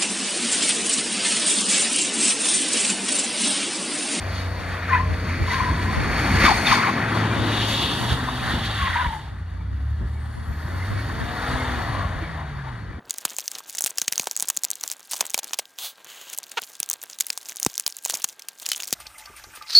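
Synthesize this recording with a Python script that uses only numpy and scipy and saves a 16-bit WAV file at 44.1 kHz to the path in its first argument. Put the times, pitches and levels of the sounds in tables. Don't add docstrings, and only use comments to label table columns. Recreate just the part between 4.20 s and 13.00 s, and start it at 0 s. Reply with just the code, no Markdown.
import sys
import numpy as np
from scipy import signal
from scipy.fft import rfft, irfft
from scipy.io import wavfile
from scipy.ndimage import uniform_filter1d, map_coordinates

SR = 44100
rng = np.random.default_rng(int(sys.argv[2]) if len(sys.argv) > 2 else 0)


def transcribe(signal):
    frames = np.atleast_2d(signal).T
    limited = np.clip(frames, -1, 1)
    pcm = np.round(limited * 32767).astype(np.int16)
    wavfile.write(sys.argv[1], SR, pcm)


N = 388080

# (time [s], firing rate [Hz], level at the firing rate [dB], at twice it [dB],
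# at one and a half times it [dB], growl: base level of the lines above twice it [dB])
ENGINE_CURVE = [(0, 93.8, -34, -51, -55, -49.5), (.2, 92, -30.5, -47, -50, -51.5),
                (.4, 90.2, -37, -46, -49, -50), (.8, 88.8, -28, -38, -47.5, -53.5),
                (1.2, 89.1, -25.5, -40.5, -59, -53), (1.47, 90.54, -30, -47, -48, -49),
                (1.64, 92.1, -25, -38, -51, -54), (1.82, 93.7, -40, -52, -52, -49),
                (2.2, 127.5, -66, -49, -58, -48.5), (2.55, 116.5, -43, -38, -65, -48.5),
                (2.99, 107.6, -25, -48, -40, -60), (3.53, 108, -26, -37, -40, -47.5),
                (3.68, 112.5, -34, -46, -43, -69), (3.93, 122.1, -31.5, -53, -55, -63),
                (4.02, 125, -36, -36.5, -50, -66), (4.21, 123.5, -34.5, -38.5, -49, -64),
                (4.3, 121.3, -36, -44, -50, -64), (4.4, 116.3, -35, -42, -42, -53),
                (4.53, 106.2, -29.5, -42, -47, -52.5), (4.65, 94.15, -32.5, -42, -54, -67),
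                (4.78, 81.6, -23.5, -44.5, -54, -67), (4.97, 74.3, -38, -42.5, -46, -79),
                (5.29, 56.53, -37, -61, -33, -55.5), (5.42, 60.93, -35, -64, -30, -50.5),
                (5.55, 67, -34, -66, -34, -52.5), (5.73, 73.37, -26, -67, -30.5, -62),
                (6.2, 76.6, -31, -67, -37, -58), (6.32, 72, -30.5, -58, -79, -59),
                (6.79, 104.8, -26, -50, -46, -56.5), (6.93, 110.3, -34, -43, -49, -55),
                (7.13, 120.2, -39.5, -49, -53, -47.5), (7.27, 125.1, -37, -38, -45, -46),
                (7.4, 128.2, -32, -33, -50, -46.5), (7.55, 122.4, -36.5, -38, -48, -47),
                (7.65, 115.9, -37.5, -50, -59, -49), (7.74, 105, -29.5, -46, -57, -47),
                (7.87, 91.6, -34, -48, -57, -53), (8.01, 86.2, -35, -39.5, -60, -55),
                (8.23, 75.2, -42, -37.5, -60, -58), (8.43, 67.64, -39, -40, -62, -58),
                (8.52, 62, -48, -33.5, -60, -57), (8.65, 49.3, -48, -37, -57, -49),
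                (8.8, 40.5, -55, -44, -49, -54)]
# (pitch [Hz], gain [dB])
PIPE_COLOUR = [(150, 4), (270, 2), (340, -3), (370, -4), (400, -2), (450, -2), (510, 1), (550, -2),
               (640, -1), (750, 1), (1100, -8)]
GROWL_THIRDS = np.arange(7, 25)
GROWL_LINE_DB = [-9, -4, 1, -6, -7, 2, -9, -9, -1, -5, -6, 0, -6, -3, -1, -6, -4, -1]
DULL_BELOW_HZ, DULL_DB_PER_HZ = 86, -0.3
LINE_DRIFT_HZ, LINE_SWELL_DB = 2.5, 4

# (time [s], scrub level [dB], rasp over scrub [dB], thrown snow over scrub [dB],
# treble over scrub [dB], left minus right [dB], of which only the swing about its mean is heard)
TYRE_CURVE = [(0, -39, -6, -10.5, -15.5, 2.9), (.6, -36.5, -4, -11.5, -19, 3.6),
              (1.1, -38, -3, -12.5, -17.5, 3.7), (1.6, -35, -6, -10.5, -16.5, 2.9),
              (1.9, -30, -2.5, -14.5, -18, 3.3), (2.17, -26, -1.5, -10, -15.5, 3.5),
              (2.4, -28, -1.5, -12, -12, 4.2), (2.7, -30.5, -1.5, -11.5, -19.5, 3.7),
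              (3.1, -30, -13.5, -8.5, -20.5, 4.1), (3.35, -32, -4.5, 1.5, -12.5, 3.9),
              (3.52, -33.5, -1.5, 5.5, -5, 3.3), (3.67, -36.5, -7, 8.5, -7.5, 2.8),
              (3.8, -34, -12, 0, -7, 1.97), (3.94, -32.5, -15, -2, -12.5, 1.1),
              (3.98, -34, -19, -7, -14, 2.4), (4.45, -34, -11, -1, -13.5, 1.9),
              (4.85, -34.5, -19, -5.5, -19, 1.2), (4.97, -43, -19, -7, -10, 1.4),
              (5.03, -48.5, -11, 0, -15, 1.5), (5.14, -48, -17, -11, -18.5, 2.56),
              (5.32, -53.5, -10, -10, -18, 4.35), (5.95, -49, -21, -10.5, -14, 3.4),
              (6.3, -44, -19, -15, -15, 2.7), (6.7, -38.5, -11, -10.5, -15.5, 2.3),
              (7.4, -32, -13.5, -10, -18, 3.5), (7.9, -36.5, -13.5, -12, -21.5, 3.9),
              (8.8, -48, -12, -14, -22.5, 4.9)]
# (centre [Hz], width [Hz], level within that sound before scaling [dB])
SCRUB_BANDS = [(1436, 556, 3.5), (1827, 343, 2)]
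CHURN_BANDS = [(592, 102, -5), (853, 380, 8), (1080, 226, 5.5)]
RASP_BANDS = [(2160, 610, 0)]
SPRAY_BANDS = [(2930, 510, 3), (3393, 340, 1.5), (3690, 440, 4)]
HISS_BANDS = [(4420, 390, 0), (4804, 560, -4.5), (5620, 270, -15), (6365, 750, -9)]
FINE_SNOW_BANDS = [(7600, 1700, 2.5), (9300, 2000, 0), (11400, 2400, -5), (13600, 2400, -9)]
CHURN_DB, HISS_DB = -1, 4
CHURN_FOLLOWS_SNOW, CHURN_FOLLOWS_RASP = 0.26, -0.065
HISS_FOLLOWS_SNOW, HISS_FOLLOWS_RASP, HISS_FOLLOWS_TREBLE = 0.083, 0.31, 0.68
# (peak time [s], length [s], rise of scrub [dB],
# share of that rise reaching churn [ratio], share reaching the snow [ratio])
ASPHALT_BITES = [(0.182, 0.23, 1, 1, 6), (0.738, 0.16, 11.5, 0.33, 0.5), (0.803, 0.06, 2, 4, .3),
                 (1.151, 0.34, 5, 0, .5), (1.318, 0.21, 4.5, 0.8, 2.4), (1.434, 0.35, 7, 0, 0.56),
                 (1.613, 0.064, 1.5, -8, -0.5), (2.259, 0.13, 9.5, 0.67, 1), (2.516, 0.17, 8.5, 1.1, 1.52),
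                 (2.632, 0.2, 6, 0, .5), (2.826, 0.18, 3, .5, -1), (2.958, 0.13, 1, 1.5, 2),
                 (2.97, 0.024, 3.5, 3, 1), (3.515, 0.12, 0.5, 3, 1.5), (3.633, .12, 2, 1.5, 1),
                 (3.716, .08, 2.5, 1, 0.5), (3.919, 0.081, 2, -0.5, 2.5), (4.09, 0.024, 2, 5.5, 1),
                 (4.279, 0.17, 6.5, 0.5, 0.3), (4.455, 0.07, 1.5, -7, 4), (4.588, 0.16, 3, -2, 0.9),
                 (4.742, 0.3, 7, -0.5, 0.5), (7.794, 0.25, 0.5, 8, 4), (8.21, 0.2, 1, 6, -2),
                 (8.482, 0.093, 1.5, 5, 3)]

# (time [s], wind buffet level [dB], roar of body and exhaust gas [dB])
RUMBLE_CURVE = [(0, -32, -46), (.44, -35, -43), (1.1, -31, -37), (1.6, -25.5, -36), (1.9, -24, -28.5),
                (2.3, -27, -26), (2.5, -34.5, -28.5), (2.6, -49, -28.5), (2.95, -38, -25),
                (3.25, -42, -23.5), (3.5, -31, -31), (3.75, -35.5, -30.5), (4.2, -32.5, -37),
                (4.7, -33.5, -42), (5.2, -37, -51.5), (6.2, -34.5, -49), (6.8, -31.5, -37),
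                (7.85, -28.5, -42.5), (8.05, -34.5, -45), (8.8, -38.5, -43.5)]
# (peak time [s], length [s], rise of wind [dB], rise of roar [dB])
WIND_GUSTS = [(0.89, 0.33, 6, -1), (1.22, 0.06, 10, 3), (1.516, 0.092, 5, 6.5), (2.144, 0.15, 9.5, 0),
              (2.237, 0.045, 9, 8.5), (2.516, 0.069, 15.5, -5), (3.174, 0.21, 15, -0.5),
              (3.926, 0.082, 14, 1), (4.345, 0.18, 7.5, 10.5), (4.622, 0.11, 8.5, 0),
              (4.872, 0.071, 14.5, 3), (5.828, 0.11, 10.5, 15.5), (6.314, 0.12, 9, -1),
              (6.458, 0.059, 10, -2), (6.551, 0.17, 6.5, 1), (6.714, 0.073, 5, 2), (7.329, 0.076, 2, 5),
              (7.504, 0.083, -1, -1), (7.966, 0.053, 12.5, -5)]
APART_DB, APART_SWING_DB = -11, 4

# (time [s], pitch [Hz], level [dB])
TURBO_SPOOLS = [
    [(0, 12900, -64), (.5, 13350, -62), (1.2, 13100, -66), (1.7, 13500, -63), (2.15, 13900, -64)],
    [(5.75, 7400, -78), (6.05, 8700, -64), (6.35, 12300, -65), (6.8, 13600, -60), (7.15, 14150, -60),
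     (7.4, 13600, -61), (7.55, 12500, -64), (7.73, 10700, -65), (7.9, 8500, -73)],
]
TURBO_SCATTER = [.014, .012]

# (peak time [s], length [s], start pitch [Hz],
# end pitch [Hz], level [dB], pitch scatter as a share [ratio])
TREAD_CHIRPS = [(0.692, 0.037, 1520, 1069, -27, 0.038), (0.744, 0.089, 1063, 972, -20.5, 0.027),
                (0.769, 0.051, 1370, 2010, -26, 0.05), (0.705, 0.05, 1510, 1964, -26, 0.06),
                (0.742, 0.043, 2350, 2610, -33, 0.036), (0.746, 0.05, 2020, 2000, -28, 0.035),
                (0.723, 0.052, 1610, 2000, -30, 0.083), (0.804, 0.038, 1004, 1036, -23.5, 0.018),
                (0.834, 0.045, 1060, 1057, -34, 0.025), (0.865, 0.04, 1046, 1036, -39, 0.02),
                (1.289, 0.037, 1000, 1000, -31, 0.03), (1.314, 0.035, 1990, 2000, -28.5, 0.015),
                (1.342, 0.074, 990, 1047, -28, 0.033), (1.39, 0.06, 1020, 1020, -34, 0.076),
                (1.35, 0.05, 1580, 1600, -33, 0.026), (1.423, 0.057, 1016, 1037, -23, 0.045),
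                (1.432, 0.058, 1850, 1780, -34, 0.03), (1.491, 0.1, 1034, 1025, -26, 0.045),
                (1.545, 0.06, 1027, 993, -40, 0.045), (1.596, 0.062, 982, 1020, -34, 0.035),
                (1.647, .06, 957, 970, -38, .03), (1.706, 0.13, 1022, 1038, -32.5, 0.014),
                (2.238, 0.04, 1554, 1415, -25, 0.068), (2.255, 0.048, 2400, 1843, -26, 0.05),
                (2.26, 0.048, 3650, 3350, -29, 0.057), (2.481, 0.054, 3615, 3450, -24.5, 0.04),
                (2.492, 0.055, 2500, 2260, -23, 0.04), (2.271, 0.051, 1231, 1156, -19.5, 0.13),
                (2.298, 0.071, 1149, 1057, -17.5, 0.15), (2.523, 0.043, 1203, 1152, -17, 0.14),
                (2.587, 0.075, 1090, 1101, -24, 0.115), (2.669, 0.096, 1089, 1044, -23.5, 0.14),
                (4.644, .125, 1155, 1031, -26.5, 0.02), (4.72, 0.029, 1060, 1050, -30, .025),
                (4.768, .04, 1002, 990, -21.5, 0.025), (4.807, 0.06, 982, 970, -23, 0.029),
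                (4.859, 0.042, 974, 957, -21.5, 0.023), (4.897, 0.045, 936, 902, -26, .018),
                (4.932, 0.031, 932, 890, -26, 0.024), (4.963, 0.047, 875, 847, -28, 0.017),
                (4.993, 0.025, 897, 930, -34, 0.03), (4.735, 0.065, 1850, 1595, -29, 0.067),
                (4.795, 0.053, 1590, 1475, -29, 0.04), (4.83, 0.023, 1511, 1510, -27, .04),
                (5.043, 0.1, 901, 878, -44.5, 0.082), (7.794, 0.17, 1124, 1102, -33.5, 0.07),
                (8.491, 0.088, 897, 892, -42, 0.046)]
CHIRP_EDGE_DB, CHIRP_SHOULDER_DB = -11, -3
OVERTONE_DB, OVERTONE_SCATTER = -15, .12
SQUEAK_COUNT, SQUEAK_HZ, SQUEAK_S = 260, (800, 4200), (.03, .09)
SQUEAK_DB, SQUEAK_SPREAD_DB = -9, 6

# (time [s], pitch [Hz], level before a gain of 0.76 [dB])
BRIEF_LOW_HUM = [(7.3, 56.9, -46), (7.5, 68.32, -22), (7.7, 79, -56), (7.95, 83.8, -48)]
# (time [s], pitch [Hz], level before a gain of 0.76 [dB])
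DULL_KNOCK = [(8.0, 345.7, -59), (8.03, 322.6, -28.5), (8.06, 303.7, -52)]

# (pitch [Hz], phase by which left leads [rad])
PORT_LEAD = [(0, 0), (520, -0.0), (1030, -0.9), (2670, -0.2), (3880, -0.6), (4570, -1.3), (5250, -5.5),
             (6630, -4.8), (6980, -3.4), (8180, -3.1), (10400, -0.2), (12300, 0.2), (13200, 3.0),
             (15500, 3.3)]
# (pitch [Hz], left minus right [dB])
PORT_TILT = [(170, 0), (400, 3), (690, 7), (1200, 4.5), (1720, 2), (2240, -2), (2760, 1), (4300, 3),
             (4820, -2), (5400, 1), (7500, 0)]
DIFFUSE_DB, DIFFUSE_TREBLE_DB = -12, 1
TOP_HZ = 15720


def undb(db):
    return 10 ** (np.asarray(db) / 20)


def unit(x):
    return x / np.sqrt(np.mean(x ** 2))


def columns(table):
    s, *rest = np.transpose(table)
    return [np.interp(np.arange(N) / SR, s, c) for c in rest]


def by_pitch(hz, table):
    pitch, value = np.transpose(table)
    return np.interp(np.log(np.maximum(hz, 20)), np.log(np.maximum(pitch, 20)), value)


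def band(x, hz, width):
    edges = [max(hz - width / 2, 10), min(hz + width / 2, .49 * SR)]
    return signal.sosfilt(signal.butter(2, edges, "bandpass", fs=SR, output="sos"), x)


def walk(rate):
    k = max(int(SR / rate), 1)
    steps = np.repeat(rng.standard_normal(N // k + 1), k)
    return 1.275 * uniform_filter1d(uniform_filter1d(steps, k), k)[:N]


def tone(hz):
    return np.sqrt(2) * np.sin(2 * np.pi * np.cumsum(hz) / SR)


def bumps(peak_s, length_s, rise):
    from_peak = np.arange(N) / SR - np.asarray(peak_s)[:, None]
    length_s = np.asarray(length_s)[:, None]
    going_up = 1 + from_peak / (rise * length_s)
    going_down = 1 - from_peak / ((1 - rise) * length_s)
    return np.clip(np.minimum(going_up, going_down), 0, 1)


def notes(tables, wavers, drift, throb):
    out = np.zeros(N)
    for table, waver in zip(tables, wavers):
        s, hz, db = np.transpose(table)
        span = np.arange(int(s[0] * SR), int(s[-1] * SR))
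        t = span / SR
        gate = np.clip(np.minimum(t - s[0], s[-1] - t) / .01, 0, 1)
        pitch = np.interp(t, s, hz) * (1 + waver * drift[span])
        out[span] += gate * undb(np.interp(t, s, db)) * tone(pitch)
    return out * throb


def engine():
    hz, first_db, second_db, half_db, growl_db = columns(ENGINE_CURVE)
    hz = hz * (1 + .0012 * walk(30))
    hum = np.zeros(N)
    for k, db in [(1, first_db), (1.5, half_db), (2, second_db)]:
        hum += undb(db + 1.2 * k * walk(20) + 2 * walk(4)) * tone(k * hz)
    dull_db = DULL_DB_PER_HZ * np.maximum(DULL_BELOW_HZ - hz, 0)
    for k, line_db in zip(GROWL_THIRDS / 3, GROWL_LINE_DB):
        db = growl_db + line_db + by_pitch(k * hz, PIPE_COLOUR) + dull_db * max(k - 3, 0)
        swell_db = LINE_SWELL_DB * walk(4) + 2.5 * walk(25)
        hum += undb(db + swell_db) * tone(k * hz + LINE_DRIFT_HZ * walk(12))
    gas_pulse = 1 + 0.098 * tone(hz)
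    return hum, gas_pulse


def crunch(modes, shared_db):
    size = undb(shared_db + 1.2 * walk(400))
    mix = np.zeros(N)
    for hz, width, db in modes:
        grains = rng.standard_normal(N) * size
        mix += undb(db + .7 * walk(14)) * unit(band(grains, hz, width))
    return unit(mix)


def tyres():
    scrub_db, rasp_db, snow_db, treble_db, _ = columns(TYRE_CURVE)
    s, length, rise_db, to_churn, to_snow = np.transpose(ASPHALT_BITES)
    shape = bumps(s, length, 0.51)
    bite_db = rise_db @ shape
    churn_bite_db = (rise_db * to_churn) @ shape
    snow_bite_db = (rise_db * to_snow) @ shape
    churn_db = CHURN_DB + CHURN_FOLLOWS_SNOW * snow_db + CHURN_FOLLOWS_RASP * rasp_db
    hiss_db = HISS_DB + HISS_FOLLOWS_SNOW * snow_db + HISS_FOLLOWS_RASP * rasp_db
    hiss_db = hiss_db + HISS_FOLLOWS_TREBLE * treble_db
    layers = [(SCRUB_BANDS, bite_db),
              (CHURN_BANDS, churn_db + churn_bite_db),
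              (RASP_BANDS, rasp_db + (bite_db + snow_bite_db) / 2),
              (SPRAY_BANDS, snow_db + snow_bite_db),
              (HISS_BANDS, hiss_db + snow_bite_db),
              (FINE_SNOW_BANDS, treble_db + 0.74 * snow_bite_db)]
    shared_db = .8 * walk(60) + .6 * walk(14)
    mix = sum(undb(db + 0.16 * walk(8.6)) * crunch(modes, shared_db) for modes, db in layers)
    return undb(scrub_db) * mix


def rumble():
    wind_db, roar_db = columns(RUMBLE_CURVE)
    s, length, wind_rise_db, roar_rise_db = np.transpose(WIND_GUSTS)
    shape = bumps(s, length, 0.46)
    wind_db = wind_db + wind_rise_db @ shape
    roar_db = roar_db + roar_rise_db @ shape
    roar = unit(band(rng.standard_normal(N), 192, 193) + 0.34 * band(rng.standard_normal(N), 312, 295))
    wind = unit(band(rng.standard_normal(N), 68, 37) + 0.35 * band(rng.standard_normal(N), 110, 76))
    eddy = rng.standard_normal(N) * undb(5 * walk(35))
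    high_eddy = rng.standard_normal(N) * np.abs(eddy)
    apart = unit(band(eddy, 100, 85) + 0.22 * band(high_eddy, 400, 600))
    apart = apart * undb(APART_DB + APART_SWING_DB * walk(5))
    both_winds = wind + apart * np.array([[1], [-1]])
    return undb(roar_db + 1.5 * walk(11)) * roar, undb(wind_db) * both_winds


def turbo():
    return notes(TURBO_SPOOLS, TURBO_SCATTER, walk(300), undb(1.5 * walk(40)))


def squeaks():
    when, pitch, loud, long, glide = rng.random((SQUEAK_COUNT, 5)).T
    s = .05 + (N / SR - .1) * when
    hz = SQUEAK_HZ[0] * (SQUEAK_HZ[1] / SQUEAK_HZ[0]) ** pitch
    t, scrub_db, _, snow_db, *_ = np.transpose(TYRE_CURVE)
    db = np.interp(s, t, scrub_db) + (hz > 2500) * np.interp(s, t, snow_db)
    db = db + SQUEAK_DB + SQUEAK_SPREAD_DB * (loud - .5)
    length = SQUEAK_S[0] + (SQUEAK_S[1] - SQUEAK_S[0]) * long
    scatter = np.full(SQUEAK_COUNT, .02)
    return np.transpose([s, length, hz, hz * (.92 + .14 * glide), db, scatter])


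def squeal():
    rows = np.vstack([TREAD_CHIRPS, squeaks()])
    # (share of the chirp's length, level in dB)
    shape = [(0, CHIRP_EDGE_DB), (.2, CHIRP_SHOULDER_DB), (.5, 0), (.8, CHIRP_SHOULDER_DB), (1, CHIRP_EDGE_DB)]
    tables = np.array([[(s + length * (u - .5), hz + (end_hz - hz) * u, db + shape_db) for u, shape_db in shape]
                       for s, length, hz, end_hz, db, _ in rows])
    scatter = rows[:, -1]
    chirps = notes(tables, scatter, walk(260), undb(1.5 * walk(50) + 3 * walk(170)))
    octave_throb = undb(OVERTONE_DB + 4 * walk(80))
    octave = notes(tables * [1, 2, 1], scatter + OVERTONE_SCATTER, walk(700), octave_throb)
    return chirps + band(octave, 2000, 1200)


def hum_and_knock():
    return notes([BRIEF_LOW_HUM, DULL_KNOCK], [.01, .02], walk(20), 0.76)


def ports(x):
    hz = np.fft.rfftfreq(N, 1 / SR)
    half = undb(by_pitch(hz, PORT_TILT) / 2) * np.exp(.5j * by_pitch(hz, PORT_LEAD))
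    return np.array([irfft(rfft(x) * g, N) for g in (half, 1 / half)])


def banks(x):
    tail = rng.standard_normal((2, 6000)) * np.exp(-np.arange(6000) / (0.057 * SR))
    tail = tail / np.linalg.norm(tail[0])
    echoes = signal.fftconvolve(x[None], tail, axes=1)[:, :N]
    return np.array([map_coordinates(e, [np.arange(N) + 60 * walk(1.5)], order=3) for e in echoes])


def scene():
    hum, gas_pulse = engine()
    tyre_noise = tyres()
    roar, wind = rumble()
    high = tyre_noise + turbo() + squeal()
    low = hum + roar * gas_pulse + hum_and_knock()
    pan_db = columns(TYRE_CURVE)[-1]
    swing_db = (pan_db - pan_db.mean()) / 2
    direct = ports(low) + ports(high) * undb([swing_db, -swing_db])
    brighter = high + undb(DIFFUSE_TREBLE_DB) * band(high, 8950, 13700)
    scattered = undb(DIFFUSE_DB) * banks(brighter)
    fade = np.clip(np.minimum(np.arange(N), N - np.arange(N)) / (.005 * SR), 0, 1)
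    return (direct + scattered + wind) * fade


def record(dry):
    x = signal.sosfilt(signal.butter(1, 25, "highpass", fs=SR, output="sos"), dry)
    rounded = 1.3 * np.tanh(x / 1.3)
    return signal.sosfilt(signal.ellip(14, .2, 70, TOP_HZ, fs=SR, output="sos"), rounded)


dry = scene()
out = record(dry)
transcribe(out)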